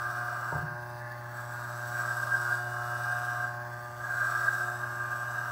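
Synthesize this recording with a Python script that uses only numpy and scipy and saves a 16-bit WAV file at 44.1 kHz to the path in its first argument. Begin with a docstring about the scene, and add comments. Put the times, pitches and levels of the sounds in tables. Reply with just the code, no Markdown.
"""A mains-driven hair clipper is moved over a shaved scalp in a small room.
From the start its magnet swings the blade 120 times a second: a comb of tones, and noise pulsing twice a swing.
Pressed on the skin, the teeth scrape, the housing rings and other tones of the swing come forward.
Half a second in, a soft, dull, door-like thud sounds at some distance: rough blows set low modes ringing.
When the blade is lifted, first after about a second, a broad band of noise above the main ring comes out."""
import sys
import numpy as np
from scipy import signal
from scipy.fft import rfft, irfft, next_fast_len
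from scipy.io import wavfile
from scipy.ndimage import uniform_filter1d

SR = 44100
rng = np.random.default_rng(int(sys.argv[2]) if len(sys.argv) > 2 else 0)


def pcm_store(signal):
    """Save signal as 16-bit PCM."""
    levels = np.round(np.clip(np.atleast_2d(signal), -1, 1) * 32767)
    wavfile.write(sys.argv[1], SR, levels.astype(np.int16).T)


N = 242991

SWING_HZ = 120.08

# Resonances of the blade. Each row: centre in Hz, width in Hz, peak of the added power in dB over the spectrum.
BLADE_RESONANCES = [(3500, 240, -2), (5630, 410, 1), (7970, 720, 7), (9460, 200, 2), (10440, 260, -14),
                    (12600, 430, 1), (14300, 430, -2), (15450, 400, 10.5)]


def from_db(db):
    """Amplitude ratio of a level: twenty decibels are a factor of ten."""
    return 10 ** (np.asarray(db) / 20)


def rms_one(x):
    """Normalisation: equal mean power makes levels comparable."""
    return x / np.sqrt(np.mean(x ** 2) + 1e-20)


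def in_time(rows):
    """Linear interpolation of table columns over time, one value a sample."""
    s, *columns = np.transpose(rows)
    return [np.interp(np.arange(N) / SR, s, column) for column in columns]


def swells(rows, half_s):
    """Superposed Gaussian rises of the given heights, each at 1/e of its height half_s from its centre."""
    t = np.arange(N) / SR
    return sum(height * np.exp(-((t - s) / half_s) ** 2) for s, height in rows)


def drift(rate_hz):
    """Slow chance of spread 1: white noise through a double-pole low-pass, at a fortieth of the sample rate."""
    pole = np.exp(-2 * np.pi * rate_hz * 40 / SR)
    white = rng.standard_normal(N // 40 + 4002)
    slow = signal.lfilter([1], [1, -2 * pole, pole * pole], white)[4000:]  # settled part
    return np.interp(np.arange(N) / 40, np.arange(len(slow)), rms_one(slow))


def coloured(x, spectrum, resonances=()):
    """Source-filter principle: a spectrum shapes x and resonances add power around their centres; rms 1."""
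    size = next_fast_len(N)
    hz = np.maximum(np.arange(size // 2 + 1) * SR / size, 1)
    point_hz, point_db = np.transpose(spectrum)
    gain = from_db(np.interp(np.log(hz), np.log(point_hz), point_db))
    for centre_hz, width_hz, lift_db in resonances:
        detuning = 2 * (hz - centre_hz) / width_hz
        gain = gain * np.sqrt(1 + from_db(2 * lift_db) / (1 + detuning ** 2) ** 2)
    return rms_one(irfft(rfft(x, size) * gain, size)[:N])


def swing():
    """Forced oscillation: the blade's phase in radians advances at the magnet's drive frequency."""
    return 2 * np.pi * SWING_HZ * np.arange(N) / SR


def swing_tones(table, waver_db, waver_turns):
    """Harmonic series of the swing; as the hand moves, higher members waver more in level and phase."""
    out = np.zeros(N)
    for multiple, level_db in table:
        reach = np.tanh(multiple / 4.5)
        turns = rng.random() + waver_turns * reach * drift(0.45)
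        level = from_db(level_db + waver_db * reach * drift(1.8))
        out += level * np.sin(multiple * swing() + 2 * np.pi * turns)
    return out


def stroke_noise(main_db, back_db, grain_db, uneven_db):
    """Amplitude-modulated noise: it swells at both turns of the blade, one stronger, no two strokes alike."""
    both_turns_db = main_db * np.cos(2 * swing() + 1.0)
    one_turn_db = back_db * np.cos(swing() + 3.1)
    gate_db = both_turns_db + one_turn_db + uneven_db * drift(40)
    grains = from_db(grain_db * np.minimum(rng.exponential(1, N), 5))
    return rng.standard_normal(N) * grains * from_db(gate_db)


def above_rest(level_db, rest_db):
    """Power addition: only the power above the resting level belongs to the contact."""
    return np.sqrt(np.maximum(from_db(2 * level_db) - from_db(2 * rest_db), 1e-9))


def skin_contact():
    """Contact loading over the passes: pressure in dB, then gains of housing, teeth scrape and main ring."""
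    # Each row: time in seconds, then levels in dB of housing, scrape and ring before flares and resting power.
    passes = [(0.0, -40, -53.5, -36.5), (0.57, -40.5, -55.5, -41), (0.68, -47.5, -61, -41),
              (0.92, -55, -60, -48), (1.32, -50, -60, -52.5), (1.4, -45.5, -55, -43),
              (1.47, -50, -57.5, -46.5), (1.6, -44.5, -55, -42.5), (1.88, -44, -53.5, -41.5),
              (1.98, -38.5, -50, -36), (2.55, -38.5, -49.5, -32.5), (2.65, -43, -55, -38),
              (3.1, -40, -50.5, -36), (3.42, -41, -54, -35.5), (3.58, -48.5, -60.5, -43),
              (3.95, -52, -59, -49.5), (4.07, -41, -54.5, -35.5), (4.3, -36.5, -49, -33),
              (4.62, -38.5, -50.5, -31), (4.8, -44, -56, -38.5), (5.51, -41.5, -54.5, -38)]
    # Brief flares of the main ring. Each row: centre in seconds, lift in dB.
    flares = [(1.39, 4), (1.6, 5), (1.98, 7.5), (2.13, 3), (2.341, 10.5), (2.52, 6), (2.59, 0.5),
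              (3.12, 7.5), (3.335, 3), (3.44, 6.5), (4.06, 6), (4.225, 6.5), (4.36, 5), (4.478, 8),
              (4.85, 4.5), (5.03, 2.5), (5.14, 4.5), (5.28, 4), (5.38, 6.5), (5.44, 4.5)]
    housing_db, scrape_db, ring_db = in_time(passes)
    pressure_db = housing_db - housing_db.mean()
    flare_db = swells(flares, half_s=0.022)
    housing = above_rest(housing_db + 0.19 * flare_db, rest_db=-52)  # the housing takes a share of each flare
    scrape = above_rest(scrape_db, rest_db=-61)
    ring = above_rest(ring_db + flare_db, rest_db=-52)
    return pressure_db, housing, scrape, ring


def magnet(pressure_db):
    """Magnetic forcing: a hum at the swing rate, whose overtones partly follow pressure and waver with the grip."""
    # Each row: time in seconds, rms level of the hum in dB.
    hum_levels = [(0.0, -45.5), (1.3, -44.5), (1.8, -43), (3.0, -42), (3.55, -43), (3.9, -46.5), (4.2, -45),
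                  (5.51, -44)]
    # Each row: multiple of the swing, level in dB over the hum, dB per dB of pressure, waver in dB.
    overtones = [(5, -8.5, -0.29, 1.5), (6, -7, 0.55, 6), (7, -11, -0.36, -1), (8, -10.5, 0.12, 4),
                 (9, -5.5, 0.2, 3), (15, -22, 0.3, 7)]
    total = np.sin(swing())
    for multiple, over_db, share, waver_db in overtones:
        level = from_db(over_db + share * pressure_db + waver_db * np.tanh(drift(1.7)))
        phase = multiple * swing() + 2 * np.pi * rng.random() + 0.18 * drift(0.64)
        total = total + level * np.sin(phase)
    return np.sqrt(2) * from_db(in_time(hum_levels)[0]) * total


def contact_whine():
    """A single harmonic, 24 times the swing, is modulated in level as the blade's contact comes and goes."""
    # Each row: time in seconds, rms level in dB.
    whine_levels = [(0.0, -72), (0.35, -67.5), (0.62, -69.5), (0.8, -86), (1.5, -84), (1.9, -70),
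                    (3.0, -63.5), (3.45, -66.5), (3.65, -88), (3.85, -83), (4.1, -72), (4.5, -67),
                    (4.85, -74), (5.3, -66.5)]
    return np.sqrt(2) * from_db(in_time(whine_levels)[0]) * np.sin(24 * swing())


def free_tones():
    """Harmonics of a periodic motion: the tones of the blade held free."""
    # Each row: multiple of the swing, relative level in dB.
    free_levels = [(2, -20), (3, -11), (4, -49), (10, -7.5), (11, -32), (12, -17), (13, -7.5), (14, -19),
                   (16, -32), (17, -58), (18, -29), (19, -46), (20, -35), (21, -43), (22, -33), (23, -37)]
    return from_db(-43.5) * swing_tones(free_levels, waver_db=4.0, waver_turns=0.11)


def pressed_tones():
    """Loading alters the balance of harmonics: the tones of the blade pressed on the skin."""
    # Each row: multiple of the swing, relative level in dB.
    pressed_levels = [(10, -4.5), (11, -3), (12, 0), (13, -1), (14, -10), (16, -21), (17, -24.5), (18, -37),
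                      (19, -45), (20, -27.5), (21, -32), (22, -31), (23, -27.5)]
    return from_db(-3.5) * swing_tones(pressed_levels, waver_db=4.0, waver_turns=0.14)


def housing_noise():
    """Resonant radiation: stroke noise is coloured by the housing and its resonances."""
    # Each row: frequency in Hz, relative density in dB per Hz.
    housing_colour = [(240, -65), (400, -41), (461, -21), (587, -8), (720, -2.5), (797, -15), (1010, -9),
                      (1490, 0), (1590, 8), (1810, -39.5), (2600, -25.5), (3380, -55), (5720, -120)]
    # Each row: centre in Hz, width in Hz, peak of the added power in dB over the spectrum.
    housing_resonances = [(724, 28, 7), (1207, 114, 9), (1340, 240, -4.5)]
    strokes = stroke_noise(main_db=2.1, back_db=1.5, grain_db=2.0, uneven_db=1.65)
    return from_db(0.5) * coloured(strokes, housing_colour, housing_resonances)


def evened(x):
    """Level compression: division by a power of the running mean square holds chance swells down; rms 1."""
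    evenness, span_s = 0.37, 0.041  # 0 leaves the swells, 1 nearly flattens them
    power = uniform_filter1d(x ** 2, round(span_s * SR)) + 0.01
    return rms_one(x / power ** (evenness / 2))


def main_ring():
    """Narrow-band noise: strokes excite a resonance near 1.6 kHz, with its chance swells held down."""
    # Each row: frequency in Hz, relative density in dB per Hz.
    ring_colour = [(1000, -78), (1450, -31), (1550, -7), (1590, 9.5), (1620, -1), (1645, -0.5), (1720, -29),
                   (1850, -46), (2600, -88)]
    strokes = stroke_noise(main_db=2.4, back_db=0.41, grain_db=0.96, uneven_db=0.96)
    return from_db(-1.5) * evened(coloured(strokes, ring_colour))


def blade_rattle():
    """Repeated impact: noise pulsing at both turns of the blade excites its resonances."""
    # Each row: frequency in Hz, relative density in dB per Hz.
    rattle_colour = [(1180, -46), (2000, 2), (2240, -19), (2400, -35), (2610, 0.5), (3440, -1),
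                     (4050, -1.5), (4570, 7), (5340, -2.5), (6020, -1.5), (6400, 3), (8140, -27),
                     (8950, -9), (10200, -2.5), (15700, -1.5)]
    strokes = stroke_noise(main_db=2.2, back_db=1.5, grain_db=1.6, uneven_db=1.7)
    return from_db(-61) * coloured(strokes, rattle_colour, BLADE_RESONANCES)


def teeth_scrape():
    """Friction noise: the teeth on the skin excite the blade's resonances with each stroke."""
    # Each row: frequency in Hz, relative density in dB per Hz.
    scrape_colour = [(1180, -52), (2000, -13), (2180, -2), (2360, 1), (2520, -4), (3130, -5), (3720, 3),
                     (4090, -3.5), (5720, 2), (6850, -4.5), (7870, 3), (8650, -7), (9930, -6.5),
                     (12600, -1), (15700, -7.5)]
    strokes = stroke_noise(main_db=2.2, back_db=0.8, grain_db=0.6, uneven_db=1.0)
    return from_db(-0.5) * coloured(strokes, scrape_colour, BLADE_RESONANCES)


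def bounced(x):
    """Interference: short echoes off hand and head come and go as the hand turns, shifting the treble colour."""
    # Each row: lag in milliseconds, level in dB that a slow drift of spread 1 then scales.
    echoes = [(.21, -14.5), (.35, -20), (.62, -22), (0.899, -13.5), (1.7, -12.5)]
    at = np.arange(N)
    out = x.copy()
    for lag_ms, db in echoes:
        late = np.interp(at - round(lag_ms * SR / 1000), at, x)
        out += from_db(db) * drift(0.89) * late
    return out


def blade_tick(scrape, waver_db):
    """A periodic tick as its high harmonics: each fades on its own, and timing slips blur the highest."""
    # The blade free. Each row: frequency in Hz, level in dB.
    free_tick = [(3000, -95), (4200, -84), (5500, -83), (6900, -90), (7900, -89), (9000, -90), (10500, -90),
                 (12000, -100)]
    # The blade pressed. Each row: frequency in Hz, level in dB over the scrape gain.
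    pressed_tick = [(3000, -30), (4200, -25), (5500, -26), (6900, -26.5), (7900, -44), (9000, -28),
                    (10500, -41), (12000, -33)]
    out, turn = np.zeros(N), swing()
    for k in range(25, 100):
        free_db = np.interp(k * SWING_HZ, *np.transpose(free_tick))
        pressed_db = np.interp(k * SWING_HZ, *np.transpose(pressed_tick))
        level = (from_db(free_db) + from_db(pressed_db) * scrape) * from_db(waver_db * drift(1.94))
        slipped = turn + 0.0089 * drift(2.0) - 2.6
        out += level * np.sin(k * slipped + 1.32 * rng.standard_normal())
    return out


def clipper():
    """Superposition: the tones and rattle of the swing, plus what the pressure on the skin adds."""
    pressure_db, housing, scrape, ring = skin_contact()
    running = magnet(pressure_db) + contact_whine() + free_tones()
    body = housing * (pressed_tones() + housing_noise())
    treble = bounced(blade_rattle() + scrape * teeth_scrape())
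    return running + body + ring * main_ring() + treble + blade_tick(scrape, waver_db=4.5)


def idle_noise():
    """Stationary filtered noise: the low noise of the running housing and the room."""
    # Each row: frequency in Hz, relative density in dB per Hz.
    idle_colour = [(15, -61), (25, -32), (65, -13), (118, -7), (175, -14.5), (365, -18.5), (427, -27),
                   (594, -10.5), (667, -17), (842, -8.5), (1290, -14), (1630, -9.5), (2600, -37.5),
                   (3380, -53), (5720, -120)]
    return from_db(-48.5) * coloured(rng.standard_normal(N), idle_colour, [(1674, 200, 2.8)])


def thud_tail(knock_s):
    """Reverberant decay: dull room noise rises just ahead of the first blow and dies away exponentially."""
    since = np.arange(N) / SR - knock_s + 0.0095
    # Each row: frequency in Hz, relative density in dB per Hz.
    colour = [(60, -20), (100, 0), (160, -8), (250, -12), (450, -0.5), (1000, 1.5), (1600, -33)]
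    noise = coloured(rng.standard_normal(N), colour)
    t60_s = 0.4
    decay = from_db(-35 - 60 * np.maximum(since, 0) / t60_s)
    return np.clip(since / 0.0079, 0, 1) * noise * decay


def thud():
    """Modal excitation: a knock and ever duller shudders drive low modes; dull noise dies away under them."""
    # The knock and its shudders. Each row: start in seconds, relative level in dB.
    blows = [(.526, -34.5), (.553, -32), (.585, -37.5), (.628, -40), (.712, -51)]
    # Each row: frequency in Hz, relative level in dB, time to decay by 60 dB in seconds.
    low_modes = [(89, -12, 0.32), (146.3, -11.5, 0.59), (157.2, -10.5, 0.43), (200, -35, 0.22),
                 (283, -12, 0.099), (420, -4, 0.035), (610, -26, 0.032), (942, 6, 0.04)]
    dulling_db = -3  # per octave above 146 Hz, more with each shudder
    out, burst = np.zeros(N), round(0.01096 * SR)
    rough = rng.standard_normal((len(blows), burst)) * np.hanning(burst) / np.sqrt(burst)
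    rough[:, :40] += np.hanning(40) / 12  # the push that starts each blow
    for hz, mode_db, t60_s in low_modes:
        force = np.full(N, 1e-18)
        octaves = np.log2(hz / 146)
        for k, (s, blow_db) in enumerate(blows):
            at = round(s * SR)
            force[at:at + burst] += rough[k] * from_db(blow_db + mode_db + k * dulling_db * octaves)
        r, w = from_db(-60 / (t60_s * SR)), 2 * np.pi * hz / SR
        out += signal.lfilter([0, np.sin(w)], [1, -2 * r * np.cos(w), r * r], force)
    out += thud_tail(blows[0][0])
    soft_and_distant = signal.butter(3, [75, 1400], "band", fs=SR, output="sos")
    return signal.sosfilt(soft_and_distant, out)


def upper_ring():
    """Broad resonance: stroke noise above the main ring comes out when the blade is lifted."""
    # Each row: centre in seconds, half length in seconds, level in dB added to the resting level.
    lifts = [(1.1, 0.14, -49.5), (1.386, 0.063, -55), (3.763, 0.2, -56)]
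    # Each row: frequency in Hz, relative density in dB per Hz.
    upper_colour = [(1100, -78), (1600, -35), (1720, 8.5), (1800, -11.5), (2000, -6.5), (2200, -26),
                    (2500, -36), (3200, -88)]
    level = from_db(-66.5)  # resting level
    for s, half_s, db in lifts:
        level = level + swells([(s, from_db(db))], half_s)
    strokes = stroke_noise(main_db=1.4, back_db=1.5, grain_db=1.1, uneven_db=2.4)
    return level * coloured(strokes, upper_colour)


def scene():
    """Superposition of all pressures at one microphone."""
    return (clipper() + idle_noise() + thud() + upper_ring())[None]


def record(dry):
    """Band limitation: a steep elliptic low-pass cuts the top at 15760 Hz."""
    low_pass = signal.ellip(14, .5, 60, 15760, fs=SR, output="sos")  # ripple 0.5 dB, stop band 60 dB down
    return signal.sosfilt(low_pass, dry)


dry = scene()
out = record(dry)
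pcm_store(out)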